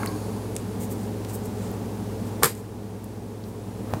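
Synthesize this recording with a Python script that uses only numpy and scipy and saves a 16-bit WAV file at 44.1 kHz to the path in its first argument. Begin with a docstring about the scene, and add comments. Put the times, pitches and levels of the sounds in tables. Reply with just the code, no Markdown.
"""A faint metallic ring fades over the hum of a fan in a small room.
Close to the microphone, fingers bend thin wire: it ticks, knocks and rubs against skin,
then gives with one sharp snap that the walls throw back.
The recorder's gain control ducks the room after the snap and slowly lets it return."""
import sys
import numpy as np
from scipy import signal
from scipy.fft import rfft, irfft
from scipy.io import wavfile
from scipy.ndimage import uniform_filter1d, minimum_filter1d

SR = 44100
rng = np.random.default_rng(int(sys.argv[2]) if len(sys.argv) > 2 else 0)


def persist_wave(psi):
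    """Save psi, clipped to +-1, as 16-bit WAV."""
    counts = np.round(np.clip(psi, -1, 1) * 32767).astype(np.int16)
    wavfile.write(sys.argv[1], SR, np.atleast_2d(counts).T)


N = 4 * SR


def amp(db):
    """Decibels to gain."""
    return 10 ** (np.asarray(db) / 20)


def unit(x):
    """Scales to rms 1."""
    return x / np.sqrt(np.mean(x ** 2) + 1e-20)


def read(points, hz):
    """Reads a table on a log-frequency axis."""
    f, value = np.transpose(points)
    return np.interp(np.log(hz + 1), np.log(f + 1), value)


def add(mix, start_s, sound):
    """Adds a sound at its time."""
    part = mix[max(round(start_s * SR), 0):][:len(sound)]
    part += sound[:len(part)]


def fade(t, t60):
    """Exponential decay, 60 dB down at t60."""
    return np.exp(-np.log(1000) * t / t60)


def noise(colour, size):
    """Noise of rms 1, shaped by a gain per frequency."""
    white = rfft(rng.standard_normal(size))
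    return unit(irfft(white * colour(np.fft.rfftfreq(size, 1 / SR)), size))


def burst(colour, t60, size=2048):
    """A dying burst of noise, coloured by a minimum-phase filter so its attack stays sharp."""
    t = np.arange(size) / SR
    envelope = fade(t, t60)
    flat_spectrum = np.exp(1j * np.angle(np.fft.fft(rng.standard_normal(size) * envelope)))
    hz = abs(np.fft.fftfreq(size, 1 / SR))
    log_gain = np.log(np.maximum(unit(colour(hz)), 1e-4))
    response = np.exp(np.conj(signal.hilbert(log_gain)))
    taper = np.cos(np.pi / 2 * t / t[-1]) ** 2
    sound = np.fft.ifft(flat_spectrum * response).real * taper
    return sound * np.linalg.norm(envelope) / np.linalg.norm(sound)


# bands of the opening ring: f/Hz, width/Hz, level/dB, t60/s
RING_BANDS = [(303, 55, -38, 2.1), (830, 440, -39, 1.85), (1095, 46, -39.5, 0.67), (1610, 98, -43.5, 0.69),
              (2280, 690, -51.5, 1), (4550, 1400, -52, 2.7), (6700, 680, -53, 2.1), (9900, 4200, -49, 2.9),
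              (14600, 900, -57, 1.5)]
def faint_ring():
    """A fuzzy metallic ring hangs in the room as bands of noise dying away."""
    out, t = np.zeros(N), np.arange(N) / SR
    for hz, width, db, t60 in RING_BANDS:
        band = noise(lambda f: 1 / (1 + ((f - hz) / width * 2) ** 2), N)
        out += amp(db) * fade(t, t60) * band
    return out


# room tone, fan and air: f/Hz, relative level/dB
AIR_COLOUR = [(15, -42), (36, -13), (55, -21), (85, -7), (115, -11.5), (140, -13), (165, -11.5), (205, 2.5),
              (265, -8), (310, -4.5), (345, -10.5), (450, -5), (495, -12.5), (535, -10), (600, -16.5),
              (850, -16.5), (1300, -26.5), (2000, -32), (3200, -35), (6000, -36.5), (9700, -37),
              (12500, -40), (16000, -43)]
# hum of fan and mains: f/Hz, rms level/dB
HUM_LINES = [(59.6, -48), (104.5, -35.5), (120, -45), (183, -44.5), (240, -44.5), (416, -45)]
def fan(air_db=-33.5, drift_rad=0.37, drift_hz=1.6):
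    """The fan moves air steadily through the room; its hum lines drift slightly in phase."""
    t = np.arange(N) / SR
    out = amp(air_db) * noise(lambda f: amp(read(AIR_COLOUR, f)), N)
    for hz, db in HUM_LINES:
        drift = drift_rad * noise(lambda f: 1 / (1 + (f / drift_hz) ** 2), N)
        out += amp(db) * np.sqrt(2) * np.sin(2 * np.pi * (hz * t + rng.random()) + drift)
    return out


# wire on wire, close up: t/s, centre f/Hz, half-width/octaves, level/dB
WIRE_TICKS = [(.0330, 2150, 0.18, -29), (.0600, 10000, 0.62, -25), (.0602, 1940, 0.4, -28),
              (.0722, 4460, .15, -27), (.5533, 8500, .3, -34.5), (.5645, 8100, 0.36, -21.5),
              (0.5641, 2600, 0.99, -30.5), (1.248, 2960, 1.4, -33.5), (1.458, 12000, .6, -37),
              (1.715, 13000, .2, -37), (2.4250, 8000, .5, -36), (2.4279, 9200, 0.23, -27),
              (2.551, 8240, .5, -32), (3.042, 10900, 0.56, -31), (3.439, 4370, .3, -36),
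              (3.937, 1500, 1.8, -26)]
def ticks(t60=0.011):
    """Tiny slips of wire on wire, damped at once by the fingers."""
    out = np.zeros(N)
    for start_s, hz, octaves, db in WIRE_TICKS:
        colour = lambda f: 1 / (1 + (np.log2((f + 1) / hz) / octaves) ** 2)
        add(out, start_s, amp(db) * burst(colour, t60))
    return out


# dull knocks at the microphone: t/s, f/Hz, level/dB, t60/s
DULL_KNOCKS = [(0.0331, 1320, -11.5, 0.0055), (2.4246, 800, -3, 0.0026), (2.4273, 1040, -9.5, 0.01),
               (2.4332, 360, -28, 0.067), (2.4400, 149, -9.5, 0.065), (3.9369, 716, 0.5, 0.0041)]
def knocks():
    """Soft pushes of wire and fingers that swing for a few cycles."""
    out, t = np.zeros(N), np.arange(SR // 4) / SR
    for start_s, hz, db, t60 in DULL_KNOCKS:
        attack = 1 - np.exp(-4 * hz * t)
        add(out, start_s, amp(db) * attack * fade(t, t60) * np.sin(2 * np.pi * hz * t))
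    return out


# decay of the small room: f/Hz, t60/s
ROOM_DECAY = [(100, 0.41), (1000, 0.14), (3000, 0.23), (8000, 0.19), (16000, 0.16)]
def room(x, onset_s=0.013):
    """The room answers with a short, evenly coloured diffuse tail."""
    size = SR // 2
    hz, t, spectra = signal.stft(rng.standard_normal(size), SR, nperseg=256)
    tail = signal.istft(spectra * fade(t, read(ROOM_DECAY, hz)[:, None]), SR)[1][:size]
    build_up = np.minimum(np.arange(size) / SR / onset_s, 1) ** 2
    spectrum = rfft(tail * build_up)
    smooth_gain = np.sqrt(uniform_filter1d(abs(spectrum) ** 2, size=120) + 1e-9)
    even_tail = irfft(spectrum / smooth_gain, size)[:size * 3 // 4]
    return signal.fftconvolve(x, even_tail / np.linalg.norm(even_tail))[:N]


def stroke(colour, length_s, grain_db):
    """Grainy friction noise that swells for length_s and fades for as long."""
    size = int(2 * length_s * SR)
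    grains = amp(grain_db * unit(uniform_filter1d(rng.standard_normal(size), size=40)))
    return np.hanning(size) ** 2 * unit(noise(colour, size) * grains)


# skin on wire, close up: peak t/s, swell/s, level/dB, tilt above 5 kHz/(dB per octave)
SKIN_RUBS = [(0.829, .07, -41, -5), (0.92, 0.043, -41, -3), (1.018, .16, -52.5, -7),
             (1.302, 0.044, -42.5, -7.5), (1.348, 0.042, -38, -0.5), (1.455, 0.057, -47.5, -6),
             (1.64, 0.23, -51, -13), (2.273, 0.047, -50, -7), (2.583, 0.069, -45, -7), (3.48, .06, -50, 0)]
# hiss of skin: f/Hz, relative level/dB
SKIN_COLOUR = [(1000, -10), (4000, -14), (6000, -9.5), (6900, -1.5), (8900, 1.5), (10600, -3.5), (12000, 0),
               (14200, 2.5), (16000, -4)]
def rubs():
    """Fingertips hiss as they slide along the wire."""
    out = np.zeros(N)
    for peak_s, swell_s, db, tilt_db in SKIN_RUBS:
        colour = lambda f: amp(read(SKIN_COLOUR, f) + tilt_db * np.log2(np.maximum(f, 5000) / 5000))
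        add(out, peak_s - swell_s, amp(db) * stroke(colour, swell_s, grain_db=3.0))
    return out


# hands near the microphone: peak t/s, swell/s, level/dB
HAND_BRUSHES = [(1.679, .4, -41), (2.956, .3, -52), (3.932, 0.13, -32)]
# their muffled rustle: f/Hz, relative level/dB
HAND_COLOUR = [(30, -11), (90, 16), (400, 0), (900, -6), (1500, -11.5), (2500, -22), (5000, -42),
               (16000, -23)]
def brushes():
    """The hands brush against each other."""
    out = np.zeros(N)
    colour = lambda f: amp(read(HAND_COLOUR, f))
    for peak_s, swell_s, db in HAND_BRUSHES:
        add(out, peak_s - swell_s, amp(db) * stroke(colour, swell_s, grain_db=2.2))
    return out


# one crack, close up: f/Hz, relative level/dB
SNAP_COLOUR = [(60, -18), (300, 3.5), (430, 13.5), (600, -1.5), (1250, 5), (1900, 0.5), (3000, -4.5),
               (6000, -5.5), (8400, 1), (10700, -4.5), (11500, 4.5), (12800, -4.5), (16000, -9)]
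def crack(start_s, db, t60=0.0069):
    """The wire gives way in a bright, very short burst."""
    out = np.zeros(N)
    add(out, start_s, amp(db) * burst(lambda f: amp(read(SNAP_COLOUR, f)), t60))
    return out


# the snap's quick cluster of short bursts: t/s, level/dB
SNAP_BURSTS = [(2.4324, -3.5), (2.4334, 1.5), (2.4357, -5.5), (2.436, -6)]
def snap():
    """The bursts reach the microphone direct, then off the walls; in the tail they merge into one."""
    direct = sum(crack(start_s, db) for start_s, db in SNAP_BURSTS)
    loudest_s = SNAP_BURSTS[1][0]
    tail = room(crack(loudest_s, db=1))
    return direct + snap_tones(loudest_s) + reflections(direct) + tail


# tones in the snap's tail: f/Hz, level/dB, t60/s
SNAP_TAIL_TONES = [(809, -28.5, 0.18), (1050, -17.5, 0.12), (1087, -22.5, .13), (1201, -19.5, 0.15),
                   (1324, -30, .12), (1575, -24, 0.11), (2060, -30, 0.23), (4780, -31, 0.25),
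                   (5230, -22, 0.093), (5700, -31, .12), (8300, -30, .13), (8200, -26, .14),
                   (11382, -34, .14), (11503, -34, .14)]
def snap_tones(start_s):
    """Brief tones that colour the snap's tail."""
    out, t = np.zeros(N), np.arange(SR // 2) / SR
    for hz, db, t60 in SNAP_TAIL_TONES:
        add(out, start_s, amp(db) * fade(t, t60) * np.sin(2 * np.pi * (hz * t + rng.random())))
    return out


# first reflections at the microphone: delay t/s, level/dB
WALL_ECHOES = [(.0085, -7), (.0100, -18), (.0108, -6), (0.0138, -13), (.0240, -9)]
def reflections(x):
    """The nearest walls each return a copy."""
    out = np.zeros(N)
    for delay_s, db in WALL_ECHOES:
        add(out, delay_s, amp(db) * x)
    return out


def scene(handling_wet_db=-13):
    """One microphone close to the hands, with the small room and its fan behind."""
    background = faint_ring() + fan()
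    handling = ticks() + knocks() + rubs() + brushes()
    return (background + handling + amp(handling_wet_db) * room(handling) + snap())[None]


def record(dry):
    """The recorder's gain drops at once, holds and recovers; peaks clip and the top treble is cut."""
    threshold_db, cut_share, hold_s, recover_db_per_s = -19, 0.44, 1, 6.5
    clip_level, cutoff_hz = 0.85, 15850
    level_db = 10 * np.log10(abs(uniform_filter1d(dry[0] ** 2, size=400)) + 1e-12)
    cut_db = cut_share * np.maximum(level_db - threshold_db, 0)
    half_hold = int(hold_s * SR) // 2
    held_db = -minimum_filter1d(-cut_db, 2 * half_hold + 1, origin=half_hold, mode="constant")
    recovery_db = recover_db_per_s * np.arange(N) / SR
    gain_db = recovery_db - np.maximum.accumulate(held_db + recovery_db)
    clipped = np.clip(dry * amp(gain_db), -clip_level, clip_level)
    lowpass = signal.firwin(511, cutoff_hz, window=("kaiser", 9), fs=SR)
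    return signal.oaconvolve(clipped, lowpass[None], "same")


dry = scene()
out = record(dry)
persist_wave(out)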